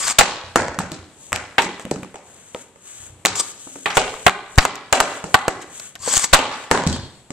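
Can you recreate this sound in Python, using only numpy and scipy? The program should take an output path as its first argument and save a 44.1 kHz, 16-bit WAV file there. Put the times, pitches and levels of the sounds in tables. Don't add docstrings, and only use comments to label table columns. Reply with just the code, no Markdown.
import sys
import numpy as np
from scipy import signal
from scipy.fft import rfft, irfft
from scipy.io import wavfile
from scipy.ndimage import uniform_filter1d

SR = 44100
rng = np.random.default_rng(int(sys.argv[2]) if len(sys.argv) > 2 else 0)


def to_linear_factor(level_db):
    exponent = np.asarray(level_db, float) / 20
    return 10 ** exponent


def digitize_waveform(pressure):
    field = np.atleast_2d(pressure).T
    bounded = np.clip(field, -1, 1)
    quanta = np.round(bounded * 32767).astype(np.int16)
    wavfile.write(sys.argv[1], SR, quanta)


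N = 322812

# hz, level_db, t60_s
RUBBER = [(540, 3.5, 0.0028), (900, -10.5, 0.029), (1274, -3, 0.01), (2330, -4, 0.00088)]
# ratio to the pitch, level_db
SLAB = [(.55, -9.5), (.75, -5), (1, 4), (1.2, -4), (1.5, -6.5), (1.9, -7.5), (2.5, -9.5)]
# hz, level_db
CLICK_KNOCK = [(100, -22.5), (300, -11.5), (600, -1), (1000, 0.5), (1600, -2.5), (2500, -12.5),
               (5000, -24.5)]
# hz, level_db
FAR_DULL = [(100, 0), (8500, 0), (10500, -7), (14000, -14)]
# hz, level_db
CAPSULE = [(30, -6.5), (3500, 1.5), (5500, 1.5), (7000, 7), (8100, 6.5), (9200, -2), (14000, -12.5)]
# hz, level_db, t60_s
PIPE = [(3042, -5, .4), (3254, 0, .55), (3261, -5, .55), (3512, -2, .55), (3545, -5, .5), (4422, -1, .65),
        (4430, -6, .6), (4815, -2, .35), (4826, -3, .35), (5163, -8, .3)]
# hz, level_db, t60_s
BOX = [(82.3, -10.5, 0.47), (167, 4.5, .06), (207, -20, .4), (249, -15.5, 0.42), (391, -20, 0.17)]
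# hz, level_db, t60_s
JOISTS = [(62, -6.5, 0.46), (88.6, 2.5, .45), (120, -2.5, .35)]
# hz, level_db, t60_s
BOARD = [(385, -6.5, 0.052), (642, -14.5, 0.061), (915, -4, 0.14), (1400, -15, 0.11), (2200, -1.5, 0.044)]

BLADE_LAG, PUCK_LAG = 1, 3


def table(rows, hz, column=1):
    rows = np.array(rows, float)
    return np.interp(np.log(hz + 1), np.log(rows[:, 0] + 1), rows[:, column])


def response(rows):
    cepstrum = irfft(np.log(to_linear_factor(table(rows, np.fft.rfftfreq(1024, 1 / SR)))))
    cepstrum[1:512] *= 2
    cepstrum[513:] = 0
    return irfft(np.exp(rfft(cepstrum)))[:512]


def colour(x, h):
    return signal.oaconvolve(x, h[None], axes=1)[:, :x.shape[1]]


def unit(x):
    return x / np.sqrt(np.mean(x ** 2))


def peak(x, db):
    return x * to_linear_factor(db) / np.abs(x).max()


def add(track, s, x):
    i = int(s * SR)
    track[..., i:i + x.shape[-1]] += x[..., :N - i]


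def smooth_noise(size, samples):
    once = uniform_filter1d(rng.standard_normal(size), size=samples)
    return unit(uniform_filter1d(once, size=samples))


def two_ports(size, unlike):
    mid, side = rng.standard_normal((2, size))
    return mid + unlike * np.array([side, -side])


def aside(x, lag):
    left, right = np.broadcast_to(x, (2, N))
    return np.array([np.roll(left, lag), right])


def ring(modes, scatter_db, size=8192, detune=0.023):
    t = np.arange(size) / SR
    out = np.zeros(size)
    for hz, db, t60 in modes:
        level_chance, pitch_chance = rng.standard_normal(2)
        decay = np.exp(-np.log(1000) * t / t60)
        tone = np.sin(2 * np.pi * hz * (1 + detune * pitch_chance) * t)
        out += to_linear_factor(db + scatter_db * level_chance) * decay * tone
    return out


def hits(rows, modes, knock, ms, ring_db, chatter, unlike, wet_db=0):
    # hz, level_db
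    crack_shape = [(1500, -26.5), (2500, 15), (4000, 24.5), (6000, 19.5), (9000, 15), (14000, 15)]
    crack = response(crack_shape)
    crack_share = 0.77
    onset_delay_s = 0.001
    direct, send = np.zeros((2, N)), np.zeros(N)
    t = np.arange(2048) / SR
    fade = np.exp(-t / (ms / 1000))
    crack_fade = np.exp(-t / (ms / 1000) * (1 / crack_share - 1))
    for s, db, crack_db, hz, *own_db in rows:
        room_db = wet_db + sum(own_db)
        contacts = chatter * two_ports(len(t), unlike) * fade
        contacts[:, 0] = -1
        body = response(np.array(knock) * [hz / 1000, 1])
        dull = peak(colour(contacts, body), db)
        rung = peak(colour(contacts, ring(modes, scatter_db=2, size=2048)), db + ring_db)
        sharp = peak(colour(contacts * crack_fade, crack), db + crack_db)
        add(direct, s + onset_delay_s, dull + rung + sharp)
        add(send, s + onset_delay_s, rung[0] * to_linear_factor(room_db - 2.5))
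        for part, h in ((dull, body), (sharp, crack)):
            add(send, s + onset_delay_s, h * np.linalg.norm(part[0]) / np.linalg.norm(h) * to_linear_factor(room_db))
    return direct, send


def stick():
    # hz, level_db, t60_s
    blade = [(428, -20.5, 0.024), (827, 8.5, 0.02), (1120, -1, 0.052), (1500, 8.5, 0.0097),
             (1930, 7.5, 0.0081), (2640, -9, 0.014)]
    # hz, level_db
    skid_knock = [(60, -27), (300, -12), (600, -6), (900, 2.5), (1400, -2.5), (2200, -3), (3500, -9.5),
                  (6000, -28)]
    blade_knock = [(100, -8.5), (300, -14), (600, -3), (900, 3.5), (1400, -3.5), (2200, -10.5),
                   (3500, -7.5), (6000, -27.5)]
    # start_s,
    # peak_db, crack_db, knock_hz, room_db
    skids = [(0.184, -3.5, -29, 2060, -19), (0.186, 5.5, 4, 734, -11), (0.2085, 6, -21, 890, -10.5),
             (1.581, 1, -27, 1056, -12), (3.857, -6.5, -25, 1000, -3.5), (3.902, -16, -22, 1500, -8),
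             (6.347, 5.5, -8, 1310, -24)]
    slaps = [(6.3285, -9, 2, 1200, -16.5), (1.619, -17, 2.5, 635, -1), (3.969, 2.5, -6, 845, -3),
             (3.977, -3.5, -26.5, 820, -6), (4.264, 13.5, -16.5, 823, -25.5),
             (4.281, 2.5, -16.5, 1150, -11.5), (4.583, 13, -19, 1395, -15.5), (4.654, -4.5, -21, 953, -9),
             (4.929, 1.5, -9, 800, -3), (5.003, -3.5, 0, 830, -11.5), (5.342, 12.5, -11, 1206, -17),
             (5.351, 0.5, -36, 824, -16), (5.483, -9, -16.5, 570, -7), (6.332, 14.5, -40, 1044, -10.5),
             (6.336, 1.5, 13.5, 1140, -22), (6.343, 10, 3.5, 1410, -9.5), (6.514, -20.5, -19, 1500, 10)]
    # start_s, peak_db, crack_db, knock_hz
    ticks = [(3.36, -30, 9, 2040), (3.394, -30, 12, 1330), (3.4, -29, 5, 2030), (4.5565, -38, 9, 2000),
             (4.626, -8, -6, 1450), (4.754, -20.5, 1, 2000), (5.389, -18.5, -17, 1850),
             (5.797, -29, 10, 1180), (5.953, -26.5, 4.5, 1810), (5.958, -29, -17, 1750),
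             (6.076, -16, -28, 490), (6.137, -15, -12, 1120), (6.168, -17, 0, 1134), (6.194, -21, -8, 1120),
             (6.241, -23, -15, 2040)]
    kinds = [(skids, skid_knock, 11.7, 0),
             (slaps, blade_knock, 4.85, 0),
             (ticks, blade_knock, 3.9, -16)]
    parts = [hits(rows, blade, knock, ms, ring_db=-4, chatter=0.25, unlike=0.61, wet_db=wet_db)
             for rows, knock, ms, wet_db in kinds]
    return sum(p[0] for p in parts), sum(p[1] for p in parts)


def scrapes():
    # hz, level_db
    grit_shape = [(1500, -17), (3000, -4), (4000, -3.5), (4900, -0.5), (5700, 1), (8000, 1.5),
                  (10000, -1.5), (14000, -10)]
    rasp_shape = [(300, -13), (900, -6.5), (1150, 1), (1450, 3), (2200, -1), (3500, -6.5), (6000, -27.5)]
    # hz, level_db, t60_s
    singing = [(1140, 1, 0.019), (2260, -8, .01), (3520, -7.5, 0.015), (4830, 2, 0.011),
               (5800, -1.5, 0.0097), (7080, 0, 0.014), (8080, 0.5, 0.022)]
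    # hz, level_db
    smooth_glide = [(300, 0.5), (3600, 0.5), (4400, -5), (5200, -10), (6000, -1), (7000, 1), (14000, -1.5)]
    # start_s, rise_db, length_ms
    snags = [(.027, 5, 0.69), (.074, 3, 2.3), (.082, 8.5, 1), (0.101, 4, 1.3), (.11, 4.5, 2.9),
             (.12, -1, 0.91), (3.4, 2, 1.5), (6.129, 2, 1), (6.139, 9, 1.2), (6.148, 4, 1.5), (6.156, 5, 2),
             (6.169, 9.5, 3.2), (6.179, 10, 1.6), (6.196, 12, 1.1), (6.243, 8.5, 3.2)]
    # time_s, hiss_db
    sweeps = [
        [(0.0, -30), (0.064, -30), (0.08, -26), (0.127, -31), (0.133, -57.5), (0.18, -53.5)],
        [(3.352, -48), (3.356, -30), (3.375, -32.5), (3.392, -31), (3.401, -19.5), (3.407, -25.5),
         (3.42, -46.5)],
        [(5.99, -55), (6.035, -39), (6.08, -29), (6.165, -24), (6.206, -30), (6.246, -25.5), (6.262, -35),
         (6.274, -52), (6.32, -49)],
    ]
    sweep_rasp_db = [-2, -19.5, -7]
    # full_s, length_s, hiss_db, rasp_db against hiss
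    slides = [(1.217, 0.077, -48, -28), (2.273, 0.22, -53.5, -6), (2.571, 0.045, -47, -6.5),
              (2.871, 0.2, -44.5, -9.5), (3.426, 0.076, -38.5, -26), (3.617, 0.31, -44, -17),
              (4.075, 0.2, -44, -16), (4.525, 0.11, -49, -16), (5.058, 0.11, -42, 2.5),
              (5.297, 0.12, -46.5, -15), (5.749, 0.12, -41, -8), (6.53, 0.11, -45.5, -15)]
    scuffs = [(1.6, 0.047, -40, -11), (1.806, 0.017, -48, -21.5), (3.955, 0.013, -31.5, 0),
              (4.605, 0.042, -30.5, 11.5), (4.943, 0.038, -33.5, 9), (5.62, 0.011, -44.5, 3)]
    singing_db = 1
    patchy_db = 3.5
    pitch_drift = 0.04

    t = np.arange(N) / SR
    near, far = np.zeros((2, 2, N))
    grit = two_ports(N, unlike=0.42) * to_linear_factor(2.0 * rng.exponential(size=N))
    hiss = unit(to_linear_factor(1.5 * smooth_noise(N, 120)) * colour(grit, response(grit_shape)))
    rasp = unit(to_linear_factor(1.5 * smooth_noise(N, 120)) * colour(grit[:, ::-1], response(rasp_shape)))
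    angle = smooth_noise(N, 500)
    place = np.clip(np.cumsum(1 + pitch_drift * angle), 0, N - 1)
    tones = np.zeros((2, N))
    for k, mode in enumerate(singing):
        swell = to_linear_factor(patchy_db * np.roll(angle, 9000 * (k + 1)))
        tones += swell * colour(grit, ring([mode], scatter_db=0, size=2048, detune=0))
    sung = unit(np.array([np.interp(place, np.arange(N), x) for x in tones]))
    snag_db = sum(db * np.exp(-((t - s) * 1000 / ms) ** 2) for s, db, ms in snags)

    for rows, rasp_db in zip(sweeps, sweep_rasp_db):
        level = to_linear_factor(np.interp(t, *np.transpose(rows), -200, -200) + snag_db)
        near += level * (hiss + to_linear_factor(rasp_db) * rasp + to_linear_factor(singing_db - snag_db / 2) * sung)
    for out, rows, rise, fall in ((far, slides, 220, 254), (near, scuffs, 894, 701)):
        for s, length, hiss_db, rasp_db in rows:
            on = slice(int((s - .2) * SR), int((s + length + .2) * SR))
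            before = np.maximum(s - t[on], 0)
            after = np.maximum(t[on] - s - length, 0)
            db = hiss_db - rise * before - fall * after
            out[:, on] += to_linear_factor(db) * (hiss[:, on] + to_linear_factor(min(rasp_db, 4)) * rasp[:, on])
    return aside(near, BLADE_LAG) + aside(colour(far, response(smooth_glide)), PUCK_LAG)


def clicks():
    # start_s, peak_db, crack_db, knock_hz, room_db
    click_rows = [(0.2085, -1.5, 5, 900, -4.5), (0.788, -7.5, -2.5, 1000, -3.5),
                  (0.7925, -23, 9.5, 1500, -19), (0.9175, -23, 8, 1500, -1), (1.32, -13, -15.5, 900, -5.5),
                  (1.3285, -2, -2, 1330, -4), (1.3595, -12.5, 4, 1500, -15), (1.4225, -30, -12, 1500, -20),
                  (1.796, -20, -9, 900, -11), (1.852, -19.5, -1.5, 2000, -8),
                  (1.911, -19.5, 8.5, 1500, -22), (2.031, -22, -9, 1800, -9),
                  (2.5462, -14, -12, 2200, -15.5), (3.2508, 1.5, 0, 1220, -9.5),
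                  (3.2572, -2, 10, 1180, -12), (3.2595, -0.5, -2, 1500, -14), (3.2668, -5.5, 3, 1300, -11),
                  (3.281, -22, -8, 1300, -11), (3.311, -31, -8, 1200, -17), (4.2785, 5.5, -13.5, 1270, -9),
                  (4.2945, 0, -25, 1120, -14), (4.5775, -2.5, -7.5, 900, -20),
                  (4.651, 10.5, -13.5, 816, -11.5), (4.926, 7, 4, 1000, -12.5), (5.0015, 7.5, 0, 1000, -14),
                  (5.008, 5, -13, 860, -6.5), (5.4805, 2, -4.5, 820, -13), (5.348, -1.5, -6.5, 1000, -15.5),
                  (5.352, -4, -8, 1000, -17), (6.7125, 4.5, -5, 1130, -8), (4.269, 2, 0, 1000, -17),
                  (3.354, -24, 3, 2000, -9)]
    return hits(click_rows, RUBBER, CLICK_KNOCK, ms=0.76, ring_db=-7.5, chatter=0.28, unlike=0.44)


def wall_bangs():
    # start_s, peak_db, crack_db, knock_hz
    bang_rows = [
        (0.232, -4.5, -12, 1800),
        (6.39, 0, -13, 1740),
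        (0.5575, 8.5, -8.5, 895),
        (6.712, 6, -4, 940),
    ]
    # hz, level_db
    wall_knock = [(100, -14), (300, -10.5), (600, 0.5), (1000, -1.5), (1700, -1.5), (2500, -10),
                  (4000, -25)]
    return hits(bang_rows, RUBBER, wall_knock, ms=3.35, ring_db=-1.5, chatter=0.1, unlike=0.61, wet_db=-4.5)


def bounces():
    # start_s, peak_db, crack_db, knock_hz
    bounce_rows = [(0.802, -16.5, -16, 900), (1.913, -18, 0.5, 528), (1.959, -26, -10, 685),
                   (2.142, -25, -18, 675), (2.156, -27.5, -2, 940), (2.56, -25.5, -22, 526),
                   (2.758, -35, -24, 510), (3.577, -42.5, 10, 504), (3.672, -28, -12, 690),
                   (3.757, -24.5, -18, 520), (5.24, -18, -3.5, 548), (6.747, -8.5, -20, 1050),
                   (6.774, -8.5, -20, 1000), (6.865, -15.5, 3.5, 1120), (6.872, -17.5, 9.5, 503),
                   (6.926, -28, 15, 655), (7.304, -19.5, -3.5, 622)]
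    # hz, level_db
    rubber_knock = [(100, -12), (250, -16), (500, -1.5), (900, 6), (1400, -4), (2200, -10.5), (3200, -8),
                    (6000, -21)]
    return hits(bounce_rows, RUBBER, rubber_knock, ms=3, ring_db=-5.5, chatter=0.23, unlike=0.51, wet_db=-3)


def thuds():
    # start_s, peak_db, pitch_hz, room_db, ring in cycles
    thud_rows = [(0.558, -5.5, 229, -10.5, 8.9), (0.786, -15.5, 178, -7, 6.6),
                 (0.917, -19.5, 315.8, -7.5, 9.7), (1.32, -23.5, 115, -10, 13.4), (1.581, -19, 397, -3, 18),
                 (1.66, -21.5, 190, -9, 8.4), (1.795, -26.5, 427, -10, 13), (1.851, -17.5, 212, -12, 5.2),
                 (1.9145, -4, 364, -17, 3), (1.964, -19.5, 189, -11, 9.8), (2.03, -19, 195, -16, 6),
                 (2.548, -15.5, 502, -18, 5.8), (3.25, -12.5, 428, -14, 23), (3.669, -30.5, 267, -9, 7.3),
                 (3.757, -27, 282, -14, 9.8), (3.968, -11.5, 440, -10, 33), (4.265, -6.5, 435, -15, 28),
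                 (4.652, -20.5, 428, 0.5, 12), (4.926, -11, 498, -15, 20), (5.24, -18.5, 162, -15.5, 8.7),
                 (5.48, -3.5, 513, -21, 9), (5.56, -32, 106, -16, 14), (6.076, -13, 493, -14.5, 8.1),
                 (6.71, -14, 174.3, -9, 12.7), (6.896, -11.5, 130.7, -4, 6.7),
                 (7.304, -19.5, 234, -11.5, 16)]
    direct, send = np.zeros(N), np.zeros(N)
    t = np.arange(8192) / SR
    for s, db, hz, room_db, cycles in thud_rows:
        t60 = 0.02 + cycles / hz
        boom = ring([(ratio * hz, level_db, t60) for ratio, level_db in SLAB], scatter_db=2.5)
        boom = peak(boom * (1 - np.exp(-t * hz * 3)), db)
        add(direct, s, boom)
        add(send, s, boom * to_linear_factor(room_db))
    return direct, send


def struck():
    # start_s, peak_db, body
    struck_rows = [
        (6.925, -25, PIPE),
        (6.866, -3.5, BOX),
        (1.582, -7, BOARD),
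        (1.664, -23, BOARD),
        (0.44, -30, JOISTS),
        (1.4, -34, JOISTS),
        (3.1, -33, JOISTS),
        (3, -38.5, JOISTS),
        (6, -36, JOISTS),
    ]
    out = np.zeros(N)
    t = np.arange(16384) / SR
    for s, db, modes in struck_rows:
        body = ring(modes, scatter_db=-0.5, size=len(t), detune=0)
        add(out, s, -peak(body * (1 - np.exp(-t / .002)), db))
    return out


def rumbles():
    rumble_s = [.605, .69, .797, .83, .918, .99, 1.335, 1.64, 1.69, 1.862, 1.868, 1.925, 1.94, 1.98, 1.995,
                2.055, 2.15, 3.3, 6.94, 6.99]
    # peak_db, pitch_hz, ring in cycles
    rumble_rows = [(-20, 105, 5), (-27, 68, 4), (-15.5, 170, 5), (-29, 80, 8), (-21.5, 150, 6),
                   (-30, 88, 8), (-26, 90, 7.3), (-20, 334, 8), (-21, 350, 8.9), (-25, 490, 10),
                   (-26, 190, 5), (-20, 150, 6), (-20.5, 430, 14), (-25, 300, 10), (-26, 200, 5),
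                   (-31, 300, 6), (-30, 384, 10), (-30, 100, 11), (-22, 236, 10), (-22, 82, 8)]
    out = np.zeros(N)
    t = np.arange(8192) / SR
    for s, (db, hz, cycles) in zip(rumble_s, rumble_rows):
        t60 = 2 * cycles / hz
        boom = ring([(ratio * hz, level_db, t60) for ratio, level_db in SLAB[1:4]], scatter_db=0.5)
        add(out, s, peak(boom * (1 - np.exp(-t * hz * 1.2)), db))
    return out


def returns():
    return_s = [.565, .572, 1.361, 2.033, 2.046, 3.354, 4.016, 4.078, 4.139, 5.2405, 6.241, 6.351, 6.4,
                6.705, 6.719, 6.775, 6.964]
    # peak_db, crack_db, knock_hz
    return_rows = [(-6, -18, 840), (-7, -18, 700), (-14, -14, 2200), (-26, -15, 840), (-26, -15, 490),
                   (-22, 0, 2000), (-9, -20, 1200), (-15.5, -20, 1300), (-17.5, -20, 1200),
                   (-15.5, -15, 430), (-10.5, -14, 2300), (2, -7, 1200), (-6, -14, 1500), (-20, -18, 700),
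                   (-7, -18, 700), (-13, -14, 1100), (-28, 9, 1500)]
    rows = [(s, *row) for s, row in zip(return_s, return_rows)]
    direct, _ = hits(rows, RUBBER, CLICK_KNOCK, ms=1.6, ring_db=-7, chatter=.3, unlike=0.4)
    return colour(direct, response(FAR_DULL))


def gusts():
    gust_s = [.186, 3.970, 4.265, 4.5792, 4.927, 5.003, 5.343, 5.481, 6.168, 6.3295]
    # level_db, length_ms, sign, left minus right_db
    gust_rows = [(-10.5, 7.4, -1, -11), (-15.5, 4.1, -1, -2), (-6.5, 2.6, -1, 16), (7.5, 6.2, 1, 4),
                 (-39.5, 12, -1, 3.5), (-21, 4.7, -1, 18), (-30, 2.2, -1, 1), (-21.5, 3.9, -1, 13.5),
                 (-26, 4.9, 1, 23), (-2, 11, -1, 8)]
    out = np.zeros((2, N))
    t = np.arange(8192) / SR
    for s, (db, ms, sign, pan_db) in zip(gust_s, gust_rows):
        u = t / (ms / 1000)
        swing_back = 1.27 * (u > 1) * np.exp(-(u - 1) / 1.4)
        push = np.sin(np.pi * np.minimum(u, 1)) - swing_back
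        add(out, s, sign * to_linear_factor(db + np.array([[pan_db], [-pan_db]]) / 2) * push)
    return out


def pair(size):
    # hz, likeness 0-1
    likeness = [(60, 0.76), (500, 0.99), (1000, 0.89), (1700, 0.6), (3000, 0.35), (5000, 0), (14000, 0.36)]
    mid, side = rfft(rng.standard_normal((2, size)))
    alike = np.clip(table(likeness, np.fft.rfftfreq(size, 1 / SR)), 0, 1)
    return irfft([np.sqrt(1 + alike) * mid + k * np.sqrt(1 - alike) * side for k in (1, -1)], size)


def cellar(send, echo_s, echo_db, loss_db, build_s, smear):
    # hz, t60_s, level_db
    bands = [(56, 0.84, -7), (124, 0.56, 2.5), (262, 0.57, 2), (510, 0.63, 0), (1000, 0.59, -1),
             (2000, 0.65, -2), (3660, 0.68, -3.5), (8050, 0.33, -3.5), (12500, 0.15, -24)]
    size = 32768
    t, hz = np.arange(size) / SR, np.fft.rfftfreq(size, 1 / SR)
    noise = rfft(pair(size))
    tail = np.zeros((2, size))
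    for k, (_, t60, db) in enumerate(bands):
        share = table([(row[0], j == k) for j, row in enumerate(bands)], hz)
        clumps = to_linear_factor(2.5 * smooth_noise(size, 150))
        tail += to_linear_factor(db) * clumps * irfft(noise * share, size) * np.exp(-np.log(1000) * t / t60)
    tail *= (1 - np.exp(-t / build_s)) * to_linear_factor(-30.5)
    dulling = signal.butter(4, 8000, fs=SR, output="sos")
    grain = np.arange(64)
    for k in range(4):
        i = int(echo_s * (k + 1) * SR)
        roughness = 1 + 0.37 * rng.standard_normal(64)
        bump = to_linear_factor(echo_db - k * loss_db) * roughness * grain / smear * np.exp(-grain / smear)
        tail[:, i:i + 64] += signal.sosfilt(dulling, bump)
    return signal.oaconvolve(send[None], tail, axes=1)[:, :N]


def hush():
    # hz, level_db per Hz
    hush_shape = [(15, -39), (25, -19.5), (90, 2.5), (361, -1.5), (895, -5.5), (1410, -13), (2100, -12.5),
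                  (3490, -13), (5200, -23), (7780, -8.5), (9890, -20.5), (13600, -38), (14800, -33.5)]
    swell = to_linear_factor(2 * unit(uniform_filter1d(rng.standard_normal(N), size=9000)))
    hz = np.fft.rfftfreq(N, 1 / SR)
    shape = to_linear_factor(table(hush_shape, hz) - table(CAPSULE, hz))
    return to_linear_factor(-50) * swell * unit(irfft(rfft(pair(N)) * shape, N))


def scene():
    blade, blade_send = stick()
    drag = scrapes()
    click, click_send = clicks()
    wall, wall_send = wall_bangs()
    puck, puck_send = bounces()
    boom, boom_send = thuds()
    near_send = blade_send + click_send + puck_send + boom_send + to_linear_factor(-13.5) * drag.mean(axis=0)
    near = cellar(near_send, echo_s=.0465, echo_db=-25.5, loss_db=21.5, build_s=0.00031, smear=3.2)
    far = cellar(wall_send, echo_s=.0622, echo_db=-11, loss_db=2.5, build_s=0.00068, smear=0.94)
    far_things = colour(puck, response(FAR_DULL)) + boom + struck() + rumbles() + returns()
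    direct = blade + drag + aside(click, BLADE_LAG) + wall + aside(far_things, PUCK_LAG)
    return direct + gusts() + near + far + hush()


def duck(x, top_db, ratio, attack_ms, release_ms):
    step = SR // 1000
    loud = uniform_filter1d(np.abs(x).mean(axis=0), size=step)[::step]
    level, held = 0., []
    for v in loud:
        level += (v - level) / (attack_ms if v > level else release_ms)
        held.append(level)
    gain = (to_linear_factor(top_db) / np.maximum(held, to_linear_factor(top_db))) ** (1 - 1 / ratio)
    return np.interp(np.arange(N), step * np.arange(len(loud)), gain)


def top_cut(x):
    return signal.sosfilt(signal.butter(12, 14910, fs=SR, output="sos"), x)


def record(dry):
    # hz, left minus right_db
    left_more = [(60, -1), (800, -1), (1200, -1), (1800, 1), (3000, 1.5), (6300, -1), (7600, 9.5),
                 (10000, 7.5), (13000, 16)]
    hz = np.fft.rfftfreq(N, 1 / SR)
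    ports = to_linear_factor(table(CAPSULE, hz) + np.array([[.5], [-.5]]) * table(left_more, hz))
    ports /= 1 + (hz / 14250) ** 70
    x = irfft(rfft(dry) * ports, N)
    x *= duck(x, top_db=-14.0, ratio=2.04, attack_ms=18.3, release_ms=234)
    return top_cut(np.clip(x, -1, 1))


dry = scene()
out = record(dry)
digitize_waveform(out)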